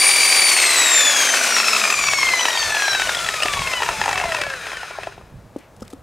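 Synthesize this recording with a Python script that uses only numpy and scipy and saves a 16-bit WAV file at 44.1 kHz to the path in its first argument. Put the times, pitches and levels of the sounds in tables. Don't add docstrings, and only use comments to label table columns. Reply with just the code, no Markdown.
import sys
import numpy as np
from scipy import signal
from scipy.fft import rfft, irfft
from scipy.io import wavfile

SR = 44100
rng = np.random.default_rng(int(sys.argv[2]) if len(sys.argv) > 2 else 0)


def log_audio(samples):
    frames = np.atleast_2d(samples).T
    limited = np.clip(frames, -1, 1)
    pcm = np.round(limited * 32767).astype(np.int16)
    wavfile.write(sys.argv[1], SR, pcm)


def gain_from_db(level_db):
    decades = np.asarray(level_db, float) / 20
    return 10 ** decades


N = 265482
TIME = np.arange(N) / SR

# pitch_hz, level_db (per Hz)
YARD_SPECTRUM = [(100, -25.5), (200, -11.5), (500, -6.5), (900, -10), (1600, -18), (3000, -27),
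                 (8000, -31.5), (15900, -38.5)]
# pitch_hz, level_db (per Hz)
WIND_SPECTRUM = [(15, -15.5), (40, -3.5), (110, -1.5), (200, -9), (400, -32), (900, -70)]
# peak_s, level_db, length_s
GUSTS = [(.65, -63, 0.18), (2.06, -44.5, 0.27), (2.622, -49, 0.18), (2.966, -48.5, 0.2),
         (3.436, -40.5, 0.21), (3.567, -33, 0.093), (3.78, -49, 0.079), (3.248, -50.5, 0.084),
         (3.91, -37.5, 0.12), (4.153, -40, 0.098), (4.276, -41, 0.18), (5.325, -44.5, 0.057)]
# start_s, peak_db, first_thud_hz, second_thud_hz, t60_s
SOLE_THUDS = [
    (5.559, -14, 284, 570, 0.03),
    (5.818, -21.5, 223, 525, 0.056),
    (5.93, -23.5, 274, 477, 0.06),
]
# start_s, peak_db, first_thud_hz, second_thud_hz, t60_s
SET_DOWN = [
    (3.452, -14.5, 318, 610, 0.017),
]
# start_s, peak_db, length_s
GRIT_SCUFFS = [(5.56, -36, 0.0053), (5.582, -36.5, 0.0089), (5.602, -44, 0.0057), (5.759, -37, 0.0052),
               (5.798, -32, 0.0074), (5.817, -25, 0.0057), (5.842, -36, 0.0058), (5.87, -37, 0.0063),
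               (5.9, -27.5, 0.0073), (5.9244, -28.5, 0.0038)]
# peak_s, level_db, length_s, pitch_hz
SOLE_DRAGS = [
    (5.62, -52, 0.051, 2300),
    (5.873, -53, 0.0149, 2494),
]
# pitch_hz, level_db (per Hz)
AIR_SPECTRUM = [(88, -78), (150, -25.5), (375, -10), (920, -5), (1160, 0), (1360, -6.5), (2350, 4),
                (2970, -3), (7420, -3), (13900, -20), (15900, -28.5)]
# pitch_hz, level_db (per Hz)
HISS_SPECTRUM = [(120, -56.5), (200, -14.5), (682, -5), (1200, -3.5), (1770, -8.5), (2950, -10),
                 (9500, -19), (15900, -33)]
# pitch_hz, width_hz, level_db
CASING = [(660, 110, 3.0), (1450, 120, 7.0), (1750, 150, 6.0), (2450, 150, 6.0), (3950, 150, 2.0),
          (5100, 250, 3.0), (6400, 350, 3.0), (8900, 500, 4.0)]
# start_s, level_db, pitch_hz
GUARD_PINGS = [(1.854, -17, 8600), (1.926, -17, 7800), (2.216, -13.5, 5500), (5.825, -36, 5300),
               (5.828, -31, 1280), (2.725, -30, 7750), (2.725, -24, 8500), (2.822, -34, 7200),
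               (2.857, -22, 7800), (2.934, -31, 7500), (2.998, -24.5, 7550), (3.073, -25, 8000),
               (3.149, -20.5, 5100), (3.149, -25, 8200), (3.191, -22.5, 5000), (3.289, -20.5, 7900),
               (3.434, -17.5, 8300), (3.434, -14, 5100), (3.593, -24.5, 5000), (4.06, -28.5, 7800),
               (4.092, -24.5, 7500), (4.13, -25.5, 7400), (4.178, -35, 7600), (4.214, -36.5, 7700),
               (4.322, -33.5, 8200), (4.416, -29.5, 8700)]
# start_s, level_db, pitch_hz
CLANKS = [(2.505, -16, 3190), (2.575, -14, 2300), (2.75, -19, 3300), (2.8, -17, 2600), (2.823, -14, 2600),
          (2.822, -20, 3280), (2.857, -27, 2700), (2.882, -17.5, 2600), (2.951, -23, 2730),
          (2.998, -16, 3110), (3.02, -15, 2300), (3.02, -18, 3810), (3.073, -18, 2930), (3.094, -25, 2980),
          (3.094, -19, 3800), (3.149, -15, 3220), (3.149, -18, 3890), (3.191, -18, 3370),
          (3.289, -16, 3320), (3.289, -22, 3880), (3.485, -24, 3200), (3.537, -18, 2798),
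          (4.016, -11, 1770), (4.08, -16, 2670), (4.13, -20, 1860), (4.214, -15, 2670), (4.214, -21, 1850),
          (4.322, -23, 2700), (4.366, -20, 2700), (4.718, -25, 1047), (4.953, -29, 1053),
          (2.455, -16, 3900), (5.932, -39, 1300)]
# pitch_hz, level_db, t60_s
HOUSING = [(404, -14, 0.14), (660, -3.5, 0.031), (854, 5.5, 0.011), (1027, -10.5, 0.12),
           (1332, -1.5, 0.036), (1667, -10.5, 0.064), (1860, 7.5, 0.013), (2300, 0.5, 0.012),
           (2630, -1.5, 0.06), (2910, -1, 0.0096), (3224, -7.5, 0.049), (3800, -6, 0.017),
           (5130, -5, 0.013), (7150, -8.5, 0.0108)]
# time_s, level_db, place (0-1 turn), swing early/late (0-1 turn)
HIGH_SPOT = [(0.0, -10, 0.89, 0), (.55, -12, 0.72, 0.05), (.9, -14, 0.74, 0), (1.15, -15.5, 0.63, 0.03),
             (1.4, -11, 0.74, 0.08), (1.75, -14.5, 0.73, 0)]
# start_s, level_db, loudest_ring_hz
UNSEATING = [(1.203, -14, 1800), (1.235, -16.5, 1650), (1.274, -16.5, 1600), (1.291, -8, 1912),
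             (1.301, -9.5, 2340), (1.340, -8, 1860), (1.360, -15, 2590), (1.373, -7.5, 2610),
             (1.391, -19, 2100), (1.414, -13, 1440), (1.431, -14, 1980), (1.447, -14.5, 1356),
             (1.492, -15.5, 1460), (1.509, -11.5, 2490), (1.524, -14, 1400)]
# start_s, level_db, loudest_ring_hz
SLIPPING = [(1.567, -7.5, 1927), (1.602, -8, 2627), (1.645, -8, 2600), (1.684, -3.5, 2582),
            (1.734, -4.5, 2600), (1.766, -5.5, 2600), (1.817, -9.5, 2500), (1.854, -7, 2425),
            (1.903, -6, 2430), (1.942, -9, 2440), (1.992, -7.5, 2480), (2.040, -8, 2320), (2.087, -6, 2600),
            (2.135, -8, 2223), (2.188, -6.5, 2195), (2.232, -5, 2130), (2.290, -8, 2600), (2.338, -5, 2050),
            (2.395, -9, 2980), (2.455, -7.5, 3020), (2.505, -11, 3047), (2.575, -9, 3200),
            (2.628, -11, 3230), (2.706, -13.5, 2600), (2.769, -13.5, 2707), (2.822, -10.5, 1728),
            (2.882, -7, 1700), (2.950, -8, 1650), (3.020, -11, 1589), (3.094, -9.5, 1600),
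            (3.171, -10, 3425)]
# start_s, level_db, loudest_ring_hz
REBOUNDS = [(1.585, -10, 2624), (1.632, -12.5, 1884), (2.073, -11.5, 2447), (2.411, -11, 3198),
            (2.555, -19.5, 902), (2.8, -19.5, 1830), (2.856, -17.5, 3116), (1.667, -13, 2588),
            (1.751, -9.5, 2600), (1.84, -6.5, 2392), (1.877, -12, 2400), (1.926, -9, 2588),
            (2.013, -13.5, 2498), (2.216, -13.5, 3224), (2.27, -11, 3183), (2.433, -16, 3996),
            (2.485, -6, 1821), (2.532, -17, 3190), (2.723, -12, 1680), (2.749, -11, 2610),
            (2.933, -15.5, 3180), (2.998, -11.5, 1505), (3.073, -17.5, 636), (3.149, -11, 1861),
            (3.191, -15, 3074)]
# start_s, level_db, loudest_ring_hz
RATTLE = [(3.247, -16, 3410), (3.265, -13.5, 3360), (3.289, -10.5, 1817), (3.341, -13, 1739),
          (3.404, -10.5, 2470), (3.424, -6, 2720), (3.434, -7, 2900), (3.459, -8.5, 724),
          (3.484, -11.5, 2685), (3.537, -11.5, 2272), (3.572, -15.5, 960), (3.593, -13.5, 2245),
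          (3.62, -14.5, 978), (3.674, -13.5, 2650), (3.717, -15.5, 1076), (3.736, -11, 2661),
          (3.805, -14.5, 890), (3.822, -6.5, 955), (3.833, -8.5, 1830), (3.863, -13.5, 966),
          (3.89, -8.5, 966), (3.916, -25.5, 963)]
# start_s, level_db, loudest_ring_hz
CHATTER = [(4.016, -9.5, 888.4), (4.04, -14, 931), (4.06, -11, 854), (4.08, -11, 920), (4.092, -10, 865),
           (4.113, -12, 952), (4.13, -10.5, 763), (4.158, -12.5, 1127), (4.178, -9, 1795),
           (4.201, -14, 787), (4.214, -14.5, 797), (4.24, -11, 989), (4.257, -15, 701), (4.292, -17, 982),
           (4.322, -10.5, 1845), (4.348, -9.5, 979), (4.368, -16, 1837), (4.416, -7.5, 1924),
           (4.437, -14, 1515), (4.388, -16.5, 1002), (4.467, -14.5, 606), (4.501, -16, 1702),
           (4.539, -17.5, 1745)]
# start_s, level_db, loudest_ring_hz
LAST_TEETH = [(4.669, -19.5, 1798), (4.718, -19.5, 1797), (4.732, -18, 1856), (4.771, -20.5, 1794),
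              (4.833, -19.5, 704), (4.909, -20.5, 641.7), (4.987, -20, 653.2), (5.034, -22, 660),
              (5.072, -17, 653), (5.124, -32, 1530), (5.18, -29.5, 660), (5.212, -35.5, 1227)]
# time_s, blade_rate_hz
ROTOR = [(0.0, 4633), (0.12, 4652), (0.31, 4653), (0.48, 4579), (0.55, 4447), (0.74, 4041), (1.02, 3542),
         (1.25, 3200), (1.59, 2771), (1.99, 2363), (2.34, 2051), (2.61, 1817), (3.1, 1443), (3.45, 1208),
         (3.78, 992), (4.13, 772), (4.45, 571), (5.1, 192)]
ORDERS = (1 / 12, 1 / 6, 1, 2, 2.5, 3, 3.5)
# full_speed_db, loss_db (per octave slower), whirl_db (gain at critical speed)
ORDER_LEVELS = [(-47.5, -3, .1), (-39.5, 5, .1), (-30, 4, -4.5), (-27.5, 10, -3.5), (-51.5, 0.7, 9),
                (-45.5, -1.5, -12.5), (-62, -1.8, 0.5)]
WEAK_ORDERS = (1.5, 4, 5, 6, 8)
# full_speed_db, gain_db (per octave slower)
WEAK_LEVELS = [(-4, -7), (-17.5, 3), (-25, 5), (-30.5, 5.5), (-20.5, 6)]
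# pitch_hz, width_hz, upright_db, turned_over_db
SHROUD = [(696, 150, 0, 9), (1628, 180, -8, 16), (2075, 120, -1.5, 7.5), (2290, 94, 1.5, 5),
          (2480, 90, -14, 7), (2984, 26, -7.5, 7), (3487, 246, 10, 5), (3960, 210, 3.5, 12),
          (4560, 140, 8.5, 9.5), (5530, 390, 6, 13.5), (6140, 360, 2, 11.5), (7200, 780, 10, 13.5),
          (7900, 360, -4, -2), (9400, 1040, 9, 8)]
# order, peak_s, length_s, level_db
BEAMS = [(1, 2.241, 0.13, 4.5), (1, 1.7, 0.2, -15.5), (1, 3.528, 0.18, 6), (1, 4.684, 0.22, -4.5),
         (1, 0.31, 0.088, 1), (4, 3.1, 0.1, -1), (8, 3.2, 0.19, 3), (8, 2.1, .2, 7), (6, 1.6, .15, 7),
         (1.5, 1.2, 0.17, -0.5), (1.5, 4.9, .1, -7), (1.5, 4.9, 0.091, 6), (1.5, 3.75, 0.38, -20),
         (2, 0.39, 0.35, -3), (2, 0.8, 0.17, 5.5), (2, 1.95, 0.16, -1), (2, 2.44, 0.082, -5),
         (2, 3.2, 0.088, -3), (2, 3.72, 0.11, 8.5), (2, 4.256, 0.12, 14), (2, 4.4, 0.078, 14),
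         (2, 2.086, 0.13, -7), (3, 3.76, 0.0525, 8.5), (3, 2.404, 0.068, 5), (2.5, 2, 0.2, 0),
         (2.5, 3.367, 0.14, -14), (3, 1.927, 0.1, 1), (3, 3.31, 0.19, -7), (3, 5.1, 0.071, 16),
         (3, 4.52, 0.1, 0), (3.5, 2.78, 0.1995, 5.5), (3.5, 2.8, .1, -2), (3.5, 4.7, 0.17, 8),
         (4, .9, .1, 14), (4, 1.6, .4, 5), (4, 3.06, 0.12, 10), (4, 2.1, 0.073, 6), (4, 4.15, 0.12, 1),
         (4, 4.42, 0.087, 10.5), (4, 6.8, 0.085, 2), (5, 1.7, .2, 9), (5, 2.1, .1, 8), (5, 2.9, .1, -1),
         (5, 4.6, 0.092, 6), (6, 4.3, 0.28, 3), (6, 2.3, .1, 8), (6, 2.775, .15, 7), (6, 4.3, 0.1, 4),
         (3, 2.08, .05, -2.5), (3, 1.2, 0.148, 1.5), (2, 1.64, .08, 1), (2, 1.3, 0.085, 1),
          (2, 1.46, .05, -6.5), (8, 3.8, 0.31, -8), (2.5, 2.4, .12, -6), (2.5, 2.93, 0.079, 0.5),
          (4, 4.75, .1, 3), (2, 3, 0.12, 0), (1, 4.6, 0.043, -4), (3, 4.9, .05, -8), (8, 4.93, .08, -5),
          (3, 2.34, .07, -9), (3, 2.7, 0.13, 0), (2.5, 3.15, 0.073, -5), (1, 1.55, .08, 6),
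          (8, 4.6, .12, -3), (3.5, 2.9, 0.045, 5), (3.5, 2.62, 0.055, 4), (3.5, 2.1, 0.06006, -3),
          (1, 1.6, .04, 2), (3, 2.52, 0.035, 2), (5, 5.9, .12, 14), (6, 4, 0.13, 9)]
# pitch_hz, left_minus_right_db
PORT_LEAN = [(60, -1), (150, -3), (380, 3), (950, 1), (2380, 1.5), (5980, 2), (15000, 1.5)]

MIC_TOP_HZ = 15900
SWITCH_OFF_S = 0.55


def rms_one(x):
    return x / np.sqrt(np.mean(x ** 2) + 1e-20)


def white():
    return rng.standard_normal(N)


def butter(x, order, hz, kind):
    return signal.sosfilt(signal.butter(order, hz, kind, fs=SR, output="sos"), x)


def in_time(rows):
    s, *columns = np.transpose(rows)
    return [np.interp(TIME, s, c) for c in columns]


def at_hz(points, hz):
    points_hz, points_db = np.array(points).T
    return np.interp(np.log(hz), np.log(points_hz), points_db)


def shape(x, points, share=1):
    hz = np.maximum(np.arange(N // 2 + 1) * SR / N, 1)
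    return irfft(rfft(x) * gain_from_db(share * at_hz(points, hz)), N)


def drift(rate):
    r = np.exp(-80 * np.pi * rate / SR)
    slow = signal.lfilter([1], [1, -2 * r, r * r], rng.standard_normal(N // 40 + 2002))[2000:]
    return np.interp(np.arange(N) / 40, np.arange(len(slow)), rms_one(slow))


def ring(clicks, hz, t60):
    r, w = gain_from_db(-60 / (t60 * SR)), 2 * np.pi * hz / SR
    return signal.lfilter([0, np.sin(w)], [1, -2 * r * np.cos(w), r * r], clicks + 1e-18)


def bursts(times, gains, length):
    marks = np.zeros(N)
    marks[(np.array(times) * SR).astype(int)] = gains
    reach = np.arange(-400, 900) / SR / length
    bump = np.where(reach < 0, np.exp(-2.5 * reach ** 2), np.exp(-np.abs(reach) ** 1.2))
    return signal.fftconvolve(marks, bump)[400:N + 400]


def octaves_down(blade_hz):
    return np.log2(4650 / blade_hz)


def turned_over():
    middle_s, lasts_s = 1.83, 0.3
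    return np.clip((TIME - middle_s) / lasts_s + 0.5, 0, 1)


def yard():
    noise = white() + 0.094 * rng.standard_normal((2, N))
    return rms_one(shape(noise, YARD_SPECTRUM)) * gain_from_db(-49.5)


def wind():
    force = gain_from_db(-62.5 + 2.5 * TIME)
    for s, db, length in GUSTS:
        side = np.where(TIME < s, 0.33 * length, length)
        force = force + gain_from_db(db) * np.exp(-((TIME - s) / side) ** 2)
    return rms_one(shape(white(), WIND_SPECTRUM)) * force * gain_from_db(2.8 * drift(6.6))


def outdoors(x):
    dull = signal.lfilter([0.4], [1, -0.6], x)
    lags = (rng.uniform(0.003, 0.045, (2, 6)) * SR).astype(int)
    return np.array([sum(np.pad(dull, (lag, 0))[:N] * (-1) ** lag for lag in side) for side in lags])


def steps():
    out = np.zeros(N)
    for s, db, low_hz, high_hz, t60 in SOLE_THUDS + SET_DOWN:
        push = bursts([s + 0.00208], [gain_from_db(db - 22.0)], length=0.0002)
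        out += ring(push, low_hz, t60) - 0.54 * ring(push, high_hz, 0.71 * t60)
        out += 0.062 * ring(push, 1280, 0.9 * t60) + 0.24 * ring(push, 3300, 0.16 * t60)
        out -= 0.3 * ring(push, 770, 0.43 * t60)
    out = butter(out, 2, 190, "high")
    grit = butter(white() * gain_from_db(6.0 * drift(360)), 2, [1500, 9500], "band")
    for s, db, length in GRIT_SCUFFS:
        out += grit * bursts([s + 0.0066], [gain_from_db(db - 12.5)], length)
    for s, db, length, hz in SOLE_DRAGS:
        out += rms_one(ring(white(), hz, 0.0022)) * gain_from_db(db) * np.exp(-((TIME - s) / length) ** 2)
    return out


def vent(blade_hz):
    centre_hz, width_hz, loss_db_per_octave = 10890, 820, 24
    breath = butter(white(), 2, [centre_hz - width_hz / 2, centre_hz + width_hz / 2], "band")
    return rms_one(breath) * gain_from_db(-33 - loss_db_per_octave * octaves_down(blade_hz) + 2.5 * drift(9))


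def casing(noise, gain):
    out = noise.copy()
    for hz, width, db in CASING:
        r = np.exp(-np.pi * width / SR)
        poles = [1, -2 * r * np.cos(2 * np.pi * hz / SR), r * r]
        out += gain * gain_from_db(db) * signal.lfilter([(1 - r * r) / 2, 0, (r * r - 1) / 2], poles, noise)
    return rms_one(out)


def rush(air_db, hiss_db):
    stop_s, die_db_per_s = 5.03, 79
    air = casing(shape(white(), AIR_SPECTRUM), gain=0.0097) * gain_from_db(air_db + 1.5 + 1.6 * drift(40))
    hiss = casing(shape(white(), HISS_SPECTRUM), gain=0.8)
    hiss = hiss * gain_from_db(hiss_db - 4.5 + 1.2 * drift(25) + 1.2 * drift(4))
    return (air + hiss) * gain_from_db(-die_db_per_s * np.maximum(TIME - stop_s, 0))


def thin(noise, blade_hz):
    roar_hz, roar_needs_hz = 1060, 710
    fizz_hz, fizz_needs_hz = 5000, 886
    low = signal.sosfiltfilt(signal.butter(2, roar_hz, fs=SR, output="sos"), noise)
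    top = signal.sosfiltfilt(signal.butter(2, fizz_hz, "high", fs=SR, output="sos"), noise)
    roar_lost = np.clip(1 - blade_hz / roar_needs_hz, 0, 1) ** 0.52
    fizz_lost = np.clip(0.69 * (1 - blade_hz / fizz_needs_hz), 0, 0.9)
    return noise - low * roar_lost - top * fizz_lost


def pings():
    out, decay_s = np.zeros(N), 0.0029
    for s, db, hz in GUARD_PINGS + CLANKS:
        i = int(s * SR) + np.arange(-200, 800)
        t = i / SR - s
        fade = np.exp(-np.where(t < 0, 7.3 * (t / decay_s) ** 2, t / decay_s))
        out[i] += gain_from_db(db) * np.sin(2 * np.pi * hz * t) * fade
    return out


def seated_knocks(cycles, blade_hz):
    blades_per_turn, seated_until_s = 110, 1.18
    housing_hz, coast_ring_s = 2600, 0.88
    turn = np.arange(int(np.interp(seated_until_s, TIME, cycles) / blades_per_turn - 0.6) + 1)
    when = np.interp((turn + 0.7) * blades_per_turn, cycles, TIME)
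    chance = rng.standard_normal((len(turn), 2))
    db, place, swing = [np.interp(when, TIME, c) for c in in_time(HIGH_SPOT)]
    place = turn + place - swing * (-1) ** turn + 0.015 * chance[:, 0]
    s = np.interp(place * blades_per_turn, cycles, TIME)
    rate = np.interp(s, TIME, blade_hz)
    slack = (turn % 2 == 1) & (s > SWITCH_OFF_S) & (s < coast_ring_s)
    ring_hz = np.where((rate > 3300) & ~slack, rate / 2, np.minimum(rate, housing_hz))
    seated = np.transpose([s, db + 1.5 + 1.5 * chance[:, 1], ring_hz])
    between = seated[:-1] + np.outer(np.diff(s), [0.45, 0, 0]) + [0, 1, 0]
    between[:, 2] = housing_hz
    return np.vstack([seated, between[s[:-1] > SWITCH_OFF_S]])


def knocks(cycles, blade_hz):
    seated = seated_knocks(cycles, blade_hz)
    rows = np.vstack([seated, UNSEATING, SLIPPING, REBOUNDS, RATTLE, CHATTER, LAST_TEETH])
    s, db, ring_hz = rows[np.argsort(rows[:, 0])].T
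    bright = 20.5 + 8 * (s < SWITCH_OFF_S)
    bright = bright - 5.5 * octaves_down(np.interp(s, TIME, blade_hz)) + 4.5 * np.log2(ring_hz / 2000)
    return s, db, bright + 6.1 * rng.standard_normal(len(s)), ring_hz


def gears(cycles, blade_hz):
    s, db, bright, ring_hz = knocks(cycles, blade_hz)
    mesh_hz = blade_hz[(s * SR).astype(int)] / 2
    on_mesh = np.abs(np.log(ring_hz / mesh_hz)) < 0.12
    slips = np.isin(s, np.array(SLIPPING)[:, 0])
    bite_db = np.where(on_mesh, 2.5, -5.0 - 0.5 * slips) - np.clip(900 - mesh_hz, 0, 500) / 30
    out = np.sin(np.pi * cycles) * bursts(s, gain_from_db(db + bite_db), length=0.0026)

    pure_db = 3.5 * np.exp(-((s - 1.85) / 0.17) ** 2)
    nearest = np.searchsorted((s[1:] + s[:-1]) / 2, TIME)
    loudest = np.sin(2 * np.pi * np.cumsum(ring_hz[nearest]) / SR)
    out += loudest * bursts(s, ~on_mesh * gain_from_db(db - 5.0 + pure_db), length=0.0038)

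    overtones = np.sin(3 * np.pi * cycles + drift(37)) + 0.5 * np.sin(5 * np.pi * cycles + drift(37))
    out += overtones * bursts(s, gain_from_db(db - 16.5), length=0.0047)

    crack = butter(white(), 2, [900, 6000], "band")
    crack_db = -8 - 0.35 * np.clip(bright - 9.0, 0, 12.0) + 0.66 * np.clip(bright - 3.0, -20.0, 0)
    out += crack * bursts(s, gain_from_db(db + crack_db), length=0.0048)

    each = (len(s), len(HOUSING))
    spread, signs = rng.normal(0, 2.0, each), rng.choice([-1, 1], each)
    late = rng.uniform(0, 0.002044, each)
    smooth_db = 1.3 * np.clip(bright - 9.0, 0, 12.0) + 1.2 * pure_db
    for k, (hz, level_db, t60) in enumerate(HOUSING):
        tilt = 0.37 * np.clip(bright - 2.5, -22.0, 8.0) * np.tanh(3 * np.log(hz / 1400))
        click_db = db + level_db + tilt + spread[:, k] + 1.5 - smooth_db
        clicks = np.zeros(N)
        clicks[((s - 0.0018 + late[:, k]) * SR).astype(int)] = signs[:, k] * gain_from_db(click_db)
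        soft_rise = ring(clicks, hz, 0.0019) * 1700 / SR
        out += ring(soft_rise, hz, t60)
    return butter(out, 4, 330, "high")


def flare_db(hz):
    return sum((db + 4.0) / (1 + ((hz - centre) / width) ** 2) for centre, width, db in CASING)


def beam_db(order):
    coarse = TIME[::100]
    total = 0 * coarse
    for k, s, length, db in BEAMS:
        if abs(k - order) < 0.2:
            total = total + db * np.exp(-((coarse - s) / length) ** 2)
    return np.interp(TIME, coarse, total)


def tone_levels(blade_hz):
    coarse, rate, over = TIME[::100], blade_hz[::100], turned_over()[::100]
    whirl = np.exp(-((rate - 1650) / 445) ** 2)
    levels = []
    for order, (full_db, loss_db, whirl_db) in zip(ORDERS, ORDER_LEVELS):
        db = full_db - loss_db * octaves_down(rate) + whirl_db * whirl
        for hz, width, up, down in SHROUD:
            db = db + (up + over * (down - up)) / (1 + ((order * rate - hz) / width) ** 2)
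        levels.append(np.interp(TIME, coarse, db))
    return levels


def whine(cycles, blade_hz, levels_db, hiss_db):
    tones = list(zip(ORDERS, levels_db))
    for order, (db, gain_db) in zip(WEAK_ORDERS, WEAK_LEVELS):
        hz = order * blade_hz
        colour_db = at_hz(HISS_SPECTRUM, np.maximum(hz, 800)) + flare_db(hz)
        tones.append((order, hiss_db + db + colour_db + 1.2 * drift(8.2) + gain_db * octaves_down(blade_hz)))
    out = np.zeros(N)
    cycles = cycles + 0.13 * drift(7.4)
    hush_db = 9.0 * np.clip(np.log2(1000 / blade_hz), 0, 3)
    for order, db in tones:
        hz, lowest_hz = order * blade_hz, 170 if order < 0.1 else 380
        audible = np.clip((MIC_TOP_HZ - hz) / 500, 0, 1) * np.clip((hz / lowest_hz - 1) * 3.1, 0, 1)
        flutter_db = 2.4 * drift(81) + 1.8 * (order > 1) * drift(8.4)
        level = gain_from_db(db + beam_db(order) - (order > 1) * hush_db + 3.5 + flutter_db)
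        out += audible * level * np.sin(2 * np.pi * order * cycles + 0.5 * drift(24))
    return out * np.clip((blade_hz - 200) / 60, 0, 1)


def scene():
    blade_hz, = in_time(ROTOR)
    cycles = np.cumsum(blade_hz) / SR
    slower = octaves_down(blade_hz)
    shade_db = -3 * turned_over()
    air_db = -18.0 - 3 * slower - 1.1 * slower ** 2
    load_hush_db = 21.5 * np.clip(1 - TIME / 0.82, 0, 1)
    hiss_db = -20 - 2 * slower - load_hush_db
    near = steps() + vent(blade_hz)
    near += thin(rush(air_db + shade_db, hiss_db + 0.18 * shade_db), blade_hz)
    near += pings() + gears(cycles, blade_hz)
    near += whine(cycles, blade_hz, tone_levels(blade_hz), hiss_db)
    return yard() + wind() + gain_from_db(-25.0) * outdoors(near) + near


def band_limit(x):
    return signal.sosfilt(signal.butter(12, 16030, fs=SR, output="sos"), x)


def record(dry):
    ports = np.array([shape(dry[0], PORT_LEAN, share=0.94), shape(dry[1], PORT_LEAN, share=-0.5)])
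    rounded = 0.83 * np.tanh(ports / 0.96)
    edge = signal.cheby2(24, 60, MIC_TOP_HZ + 150, fs=SR, output="sos")
    return band_limit(signal.sosfilt(edge, rounded))


dry = scene()
out = record(dry)
log_audio(out)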